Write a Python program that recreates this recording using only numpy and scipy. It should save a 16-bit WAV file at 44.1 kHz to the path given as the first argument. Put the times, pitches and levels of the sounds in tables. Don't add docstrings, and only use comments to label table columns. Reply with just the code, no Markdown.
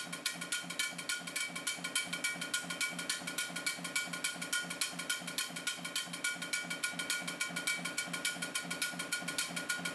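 import sys
import numpy as np
from scipy import signal
from scipy.fft import rfft, irfft
from scipy.io import wavfile

SR = 44100
rng = np.random.default_rng(int(sys.argv[2]) if len(sys.argv) > 2 else 0)


def unload_wav(signal):
    wavfile.write(
        sys.argv[1],
        SR,
        np.round(np.clip(np.atleast_2d(signal).T, -1, 1) * 32767).astype(np.int16),
    )


N = 438354
STROKE_S = 0.286

PLATE_HZ = [1441.5, 1747, 2294.5, 3120, 1055, 1883, 2475, 3022, 3235, 3830, 4288, 4579, 5082, 5410, 5830,
            6864, 7850, 8407, 9480, 10150, 10665]
# ring_db, t60_s, dense_lift_db
PLATE_MODES = [(1, 0.56, 20), (-1.5, 0.31, 3.5), (-7.5, 0.67, 17.5), (-7.5, 0.54, 17.5), (-27.5, 0.85, 19),
               (-26, 0.92, 5), (-15.5, 0.09, 11.5), (-28, 0.28, 5), (-36, 1, 11), (-31, 0.96, 3),
               (-25.5, 0.076, 12.5), (-32, 0.96, 12), (-28.5, 0.33, 8), (-33, 1, 3.5), (-39, 0.13, 5),
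               (-24, 0.18, 7), (-13.5, 0.052, -19), (-22, 0.18, -1), (-20.5, 0.2, 8), (-18, 0.12, -32),
               (-22, 0.12, -2)]
# time_s, gain_db
LEVEL_DRIFT = [(0, 0), (1.2, -1), (2.2, 1.5), (3.5, 1.55), (5, 1.1), (6.1, -0.5), (7, 2), (8.2, 2.7),
               (9, 2.5), (9.9, 3.5)]


def amp(db):
    return 10 ** (np.asarray(db) / 20)


def unit_rms(x):
    return x / np.sqrt(np.mean(x ** 2) + 1e-20)


def white(size):
    return unit_rms(irfft(np.exp(2j * np.pi * rng.random(size // 2 + 1)), size))


def follow(curve, time_s):
    times_s, *columns = np.transpose(curve)
    return [np.interp(time_s, times_s, column) for column in columns]


def spectrum_gain(points, hz):
    freq_hz, level_db = np.transpose(points)
    return amp(np.interp(np.log(hz + 1), np.log(freq_hz + 1), level_db))


def resonance_gain(peaks, hz):
    return np.sqrt(1 + sum(abs(amp(db) ** 2 - 1) / (1 + (2 * (hz - centre_hz) / width_hz) ** 2) ** 2
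                           for centre_hz, width_hz, db in peaks))


def causal(gain):
    log_gain = np.log(np.r_[gain, gain[-2:0:-1]] + 1e-6)
    return np.exp(np.conj(signal.hilbert(log_gain)))[:len(gain)]


def add(mix, start_s, sound):
    at = round(start_s * SR)
    sound = sound[max(-at, 0):]
    part = mix[max(at, 0):][:len(sound)]
    part += sound[:len(part)]


def room_tone(level_db=-58):
    # freq_hz, density_db
    spectrum = [(25, -21), (70, -13), (105, -1), (135, -9), (175, 10.5), (205, -13), (270, -24), (350, 1.5),
                (700, -5.5), (1500, 0), (4000, -9.5), (12000, -26.5)]
    gain = spectrum_gain(spectrum, np.fft.rfftfreq(N, 1 / SR))
    return amp(level_db) * unit_rms(irfft(rfft(white(N)) * gain, N))


def frame_response(size):
    # freq_hz, density_db
    spectrum = [(30, -37), (65, -26), (100, -15.5), (135, -18.5), (250, -3.5), (350, -9.5), (450, -6),
                (620, -9), (800, -6), (950, -13), (1300, -10.5), (3000, -18), (8000, -46), (12000, -65)]
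    # centre_hz, width_hz, strength_db
    resonances = [(148.6, 25, 15), (172.6, 17, 14.5), (248.2, 42, 10.5), (284.2, 7.4, 12.5),
                  (299, 36.5, 9.5), (350, 6.7, -7), (584.7, 65, 9), (639, 15, 10), (722, 81, 3)]
    hz = np.fft.rfftfreq(size, 1 / SR)
    return causal(spectrum_gain(spectrum, hz) * resonance_gain(resonances, hz))


def motor(level_db=-52, rustle_db=-13):
    # time_s, level_db
    force_curve = [(0, -13.5), (.028, -6), (.048, -1.5), (.07, 6), (.12, 0), (.16, 3), (.2, 4), (.24, 1),
                   (.255, -25.5), (.286, -12)]
    # peak_s, pitch_hz, level_db, half_width_s
    frame_booms = [(0.095, 262, -46.5, 0.011), (0.11, 174, -51.5, 0.055), (0.195, 575, -57, 0.0078),
                   (0.0753, 690, -53.5, 0.0091)]
    size = 2 * round(STROKE_S * SR / 2)
    in_stroke_s = np.arange(N) / SR % STROKE_S
    force = amp(follow(force_curve, in_stroke_s)[0])
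    pattern = white(size)
    for _ in range(3):
        flat = np.exp(1j * np.angle(rfft(pattern * np.sqrt(force[:size]))))
        pattern = irfft(flat, size)
    one_stroke = irfft(flat * frame_response(size), size)
    growl = unit_rms(np.interp(in_stroke_s * SR, np.arange(size), one_stroke))
    rustle = unit_rms(irfft(rfft(white(N) * force) * frame_response(N), N))
    mix = amp(level_db) * (growl + amp(rustle_db) * rustle)
    for peak_s, pitch_hz, boom_db, half_width_s in frame_booms:
        envelope = amp(boom_db) * np.exp(-((in_stroke_s - peak_s) / half_width_s) ** 2)
        mix += envelope * np.sqrt(2) * np.sin(2 * np.pi * (pitch_hz * in_stroke_s + rng.random()))
    return mix


def plate_colour(hz, width_hz=110):
    # freq_hz, density_db
    spectrum = [(300, -26.5), (850, -21), (1100, -10), (2000, 0.5), (2750, -0.5), (3700, 3), (4800, -1.5),
                (5500, 4), (6250, 1), (7100, 5), (8650, 3), (9500, 2.5), (11600, 0.5), (12300, -10)]
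    peaks = [(mode_hz, width_hz, lift_db) for mode_hz, (_, _, lift_db) in zip(PLATE_HZ, PLATE_MODES)]
    return spectrum_gain(spectrum, hz) * resonance_gain(peaks, hz)


def plate_modes(t, beat_hz=2.87, attack_s=0.002):
    ring_db, t60_s, _ = np.transpose(PLATE_MODES)[:, :, None]
    swell = np.cos(np.pi * beat_hz * t) * (1 - np.exp(-t / attack_s))
    return amp(ring_db - 60 * t / t60_s) * swell * np.exp(2j * np.pi * np.outer(PLATE_HZ, t))


def burst(t, hz, centre_hz, width_hz, delay_s, decay_s):
    band = causal(unit_rms(np.exp(-((hz - centre_hz) / width_hz) ** 2) + 0.061))
    envelope = (t >= delay_s) * np.exp(-abs(t - delay_s) / decay_s)
    return lambda: irfft(rfft(white(len(t)) * envelope) * band, len(t))


def ripple(hz, spacing_hz=308):
    return unit_rms(np.interp(hz / spacing_hz, np.arange(2048), rng.standard_normal(2048)))


def strikes(hz, colour, start_s, level_db, main_db, knock_db, *, click_db, other_modes_db, glint_db,
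            crack_db, crack_s, echo_db, echo_s, echo_decay_s, tail_t60_s, alike, ripple_db=0):
    size = 2 * (len(hz) - 1)
    t = np.arange(size) / SR
    body, modes = causal(unit_rms(colour)), plate_modes(t)
    crack = amp(crack_db) * np.exp(-t / crack_s)
    echo = amp(echo_db) * (t > echo_s) * np.exp(-abs(t - echo_s) / echo_decay_s)
    tail = amp(-60 * t / tail_t60_s)
    envelope = np.sqrt(crack ** 2 + echo ** 2 + tail ** 2)
    knock = burst(t, hz, centre_hz=3940, width_hz=860, delay_s=0, decay_s=0.0051)
    glint = burst(t, hz, centre_hz=10130, width_hz=1600, delay_s=0.0054, decay_s=0.0033)
    shared = white(size)
    knock_gain = np.broadcast_to(amp(knock_db), len(start_s))
    mix = np.zeros(N)
    for i, blow_db in enumerate(level_db):
        noise = np.sqrt(alike) * shared + np.sqrt(1 - alike) * white(size)
        spot_colour = amp(ripple_db * ripple(hz))
        click = amp(blow_db + click_db) * irfft(rfft(noise * envelope) * body * spot_colour, size)
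        snap = knock_gain[i] * knock() + amp(blow_db + glint_db) * glint()
        drive_db = blow_db + other_modes_db + 2.8 * rng.standard_normal(len(modes))
        drive_db[:4] = main_db[i]
        drive = amp(drive_db) * np.exp(2j * np.pi * rng.random(len(modes)))
        ring = (drive[:, None] * modes).real.sum(0)
        add(mix, start_s[i], click + snap + ring)
    return mix


def drive_clacks(hz, scatter_db=1):
    # offset_s, level_db
    turns = [(0.1261, 0), (.2505, -8.5)]
    # time_s, gain_db
    upper_ring = [(0, -12), (2.1, 9.5), (2.8, 6), (4.3, -18), (5.1, -2), (6.9, 11), (7.5, 7.5), (8.6, -6),
                  (9.4, -13)]
    # freq_hz, gain_db
    tint = [(1050, 14), (1500, 0.5), (2000, 8), (3200, 2.5), (5000, 2.5), (8000, 2), (11500, 3.5)]
    start_s, turn_db = np.transpose([(stroke_s + offset_s, db) for stroke_s in np.arange(0, N / SR, STROKE_S)
                                     for offset_s, db in turns])
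    (drift_db,), (ring_db,) = follow(LEVEL_DRIFT, start_s), follow(upper_ring, start_s)
    main_db = np.column_stack([-45.5 + 2.6 * drift_db, -55 + drift_db,
                               -44 + 0.92 * ring_db, -45 + ring_db])
    main_db += turn_db[:, None] + scatter_db * rng.standard_normal(main_db.shape)
    colour = plate_colour(hz) * spectrum_gain(tint, hz)
    return strikes(hz, colour, start_s, turn_db - 29 + drift_db, main_db,
                   knock_db=turn_db - 47 + 0.92 * ring_db,
                   click_db=-12.5, other_modes_db=-3, glint_db=-33, crack_db=-12, crack_s=0.0035,
                   echo_db=2, echo_s=0.0023, echo_decay_s=0.016, tail_t60_s=0.36, alike=0.93)


def centre_ball(hz, offset_s=0.2596, mode2_db=-58, mode4_db=-38.5, scatter_db=2):
    # time_s, mean_db, swing_db, mode1_db, mode3_db
    bounce = [(0, -19, -1, -42, -41), (.5, -23, 1.5, -45.5, -40), (1.4, -23.5, 1, -41, -31),
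              (2, -26, -1.5, -52, -31), (2.6, -27, 3, -50, -45), (3.2, -22.5, -1, -46.5, -47),
              (3.9, -27.5, 2.5, -49, -40), (4.4, -26.5, -2, -35, -49), (5.7, -24, 4.5, -48.5, -55),
              (6.4, -25.5, -1, -37, -40), (6.9, -20, -2.5, -36, -30), (7.6, -21.5, -1.5, -38, -30),
              (8.1, -20.5, -2, -37.5, -36), (8.8, -22, -3.5, -34, -33), (9.9, -19, -0.5, -33.5, -41.5)]
    stroke = np.arange(-1, int(N / SR / STROKE_S))
    start_s = offset_s + stroke * STROKE_S
    mean_db, swing_db, mode1_db, mode3_db = follow(bounce, start_s)
    level_db = mean_db + swing_db * np.cos(np.pi * stroke)
    main_db = np.column_stack(np.broadcast_arrays(mode1_db, mode2_db, mode3_db, mode4_db))
    main_db += scatter_db * rng.standard_normal(main_db.shape)
    return strikes(hz, plate_colour(hz), start_s, level_db, main_db, knock_db=-56,
                   click_db=-19, other_modes_db=-5, glint_db=-17.5, crack_db=6, crack_s=0.0033,
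                   echo_db=5.5, echo_s=0.0017, echo_decay_s=0.0094, tail_t60_s=0.37, alike=0.11)


def high_balls(hz):
    # start_s, level_db, spot (0-1, 1 on the node), mode3_db, mode4_db, knock_db
    landings = [(.258, -22.5, 0.74, -48, -35, -28), (0.5208, -20, 0.3, -51, -37, -35),
                (.7936, -20.5, 1, -27.5, -31, -29), (1.0916, -21, 0.55, -36, -49, -34),
                (1.3577, -21.5, 0.8, -31, -52, -42), (1.6687, -20, 0.3, -29.5, -51, -41),
                (1.955, -18.5, 0.23, -33, -35, -40), (2.2407, -20.5, 0, -25, -48, -51),
                (2.5368, -20, 0, -41, -50, -30), (2.807, -20, 0.2, -25, -49, -32),
                (3.0954, -20, 0.93, -46, -49, -33), (3.3803, -20, 0.2, -32, -50, -37),
                (3.6648, -20.5, 0.3, -27.5, -49, -32), (3.9565, -20, 0, -26, -38, -42),
                (4.2423, -19.5, 0.46, -49, -41, -36), (4.5268, -19.5, 0, -36, -32, -45),
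                (4.8126, -19.5, 0.4, -56, -49, -32), (5.0963, -19.5, 0, -35, -41, -43),
                (5.3808, -21, 0.63, -56, -41, -28.5), (5.6695, -20, 0.23, -50, -43, -32),
                (5.9563, -21, 0.7, -42, -37, -29), (6.2428, -21, 0.16, -27.5, -56, -38),
                (6.53, -21, 0.5, -27, -43, -33), (7.0989, -20, .25, -36, -51, -32),
                (7.671, -21, 0.42, -24, -42, -30.5), (8.2485, -19.5, .35, -45, -57, -32),
                (8.817, -20, 0, -39, -52, -34), (9.3835, -19, 0.26, -39, -56, -32)]
    start_s, level_db, spot, mode3_db, mode4_db, knock_db = np.transpose(landings)
    mode1_db = -35.5 - 35 * spot ** 2
    mode2_db = -62.5 + 26.5 * spot
    main_db = np.column_stack([mode1_db, mode2_db, mode3_db, mode4_db])
    return strikes(hz, plate_colour(hz), start_s, level_db, main_db, knock_db,
                   click_db=-16.5, other_modes_db=-7.5, glint_db=-11, crack_db=2.5, crack_s=0.01,
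                   echo_db=6, echo_s=0.0081, echo_decay_s=0.0061, tail_t60_s=0.47, alike=0.26,
                   ripple_db=2)


def scene(blow_samples=20000):
    hz = np.fft.rfftfreq(blow_samples, 1 / SR)
    impacts = high_balls(hz) + centre_ball(hz) + drive_clacks(hz)
    (drift_db,) = follow(LEVEL_DRIFT, np.arange(N) / SR)
    hum = (motor() + room_tone()) * amp(drift_db)
    return (impacts + hum)[None]


def record(dry):
    lowpass = signal.firwin(201, 12200, window=("kaiser", 8), fs=SR)
    return signal.oaconvolve(dry, lowpass[None], "same")


dry = scene()
out = record(dry)
unload_wav(out)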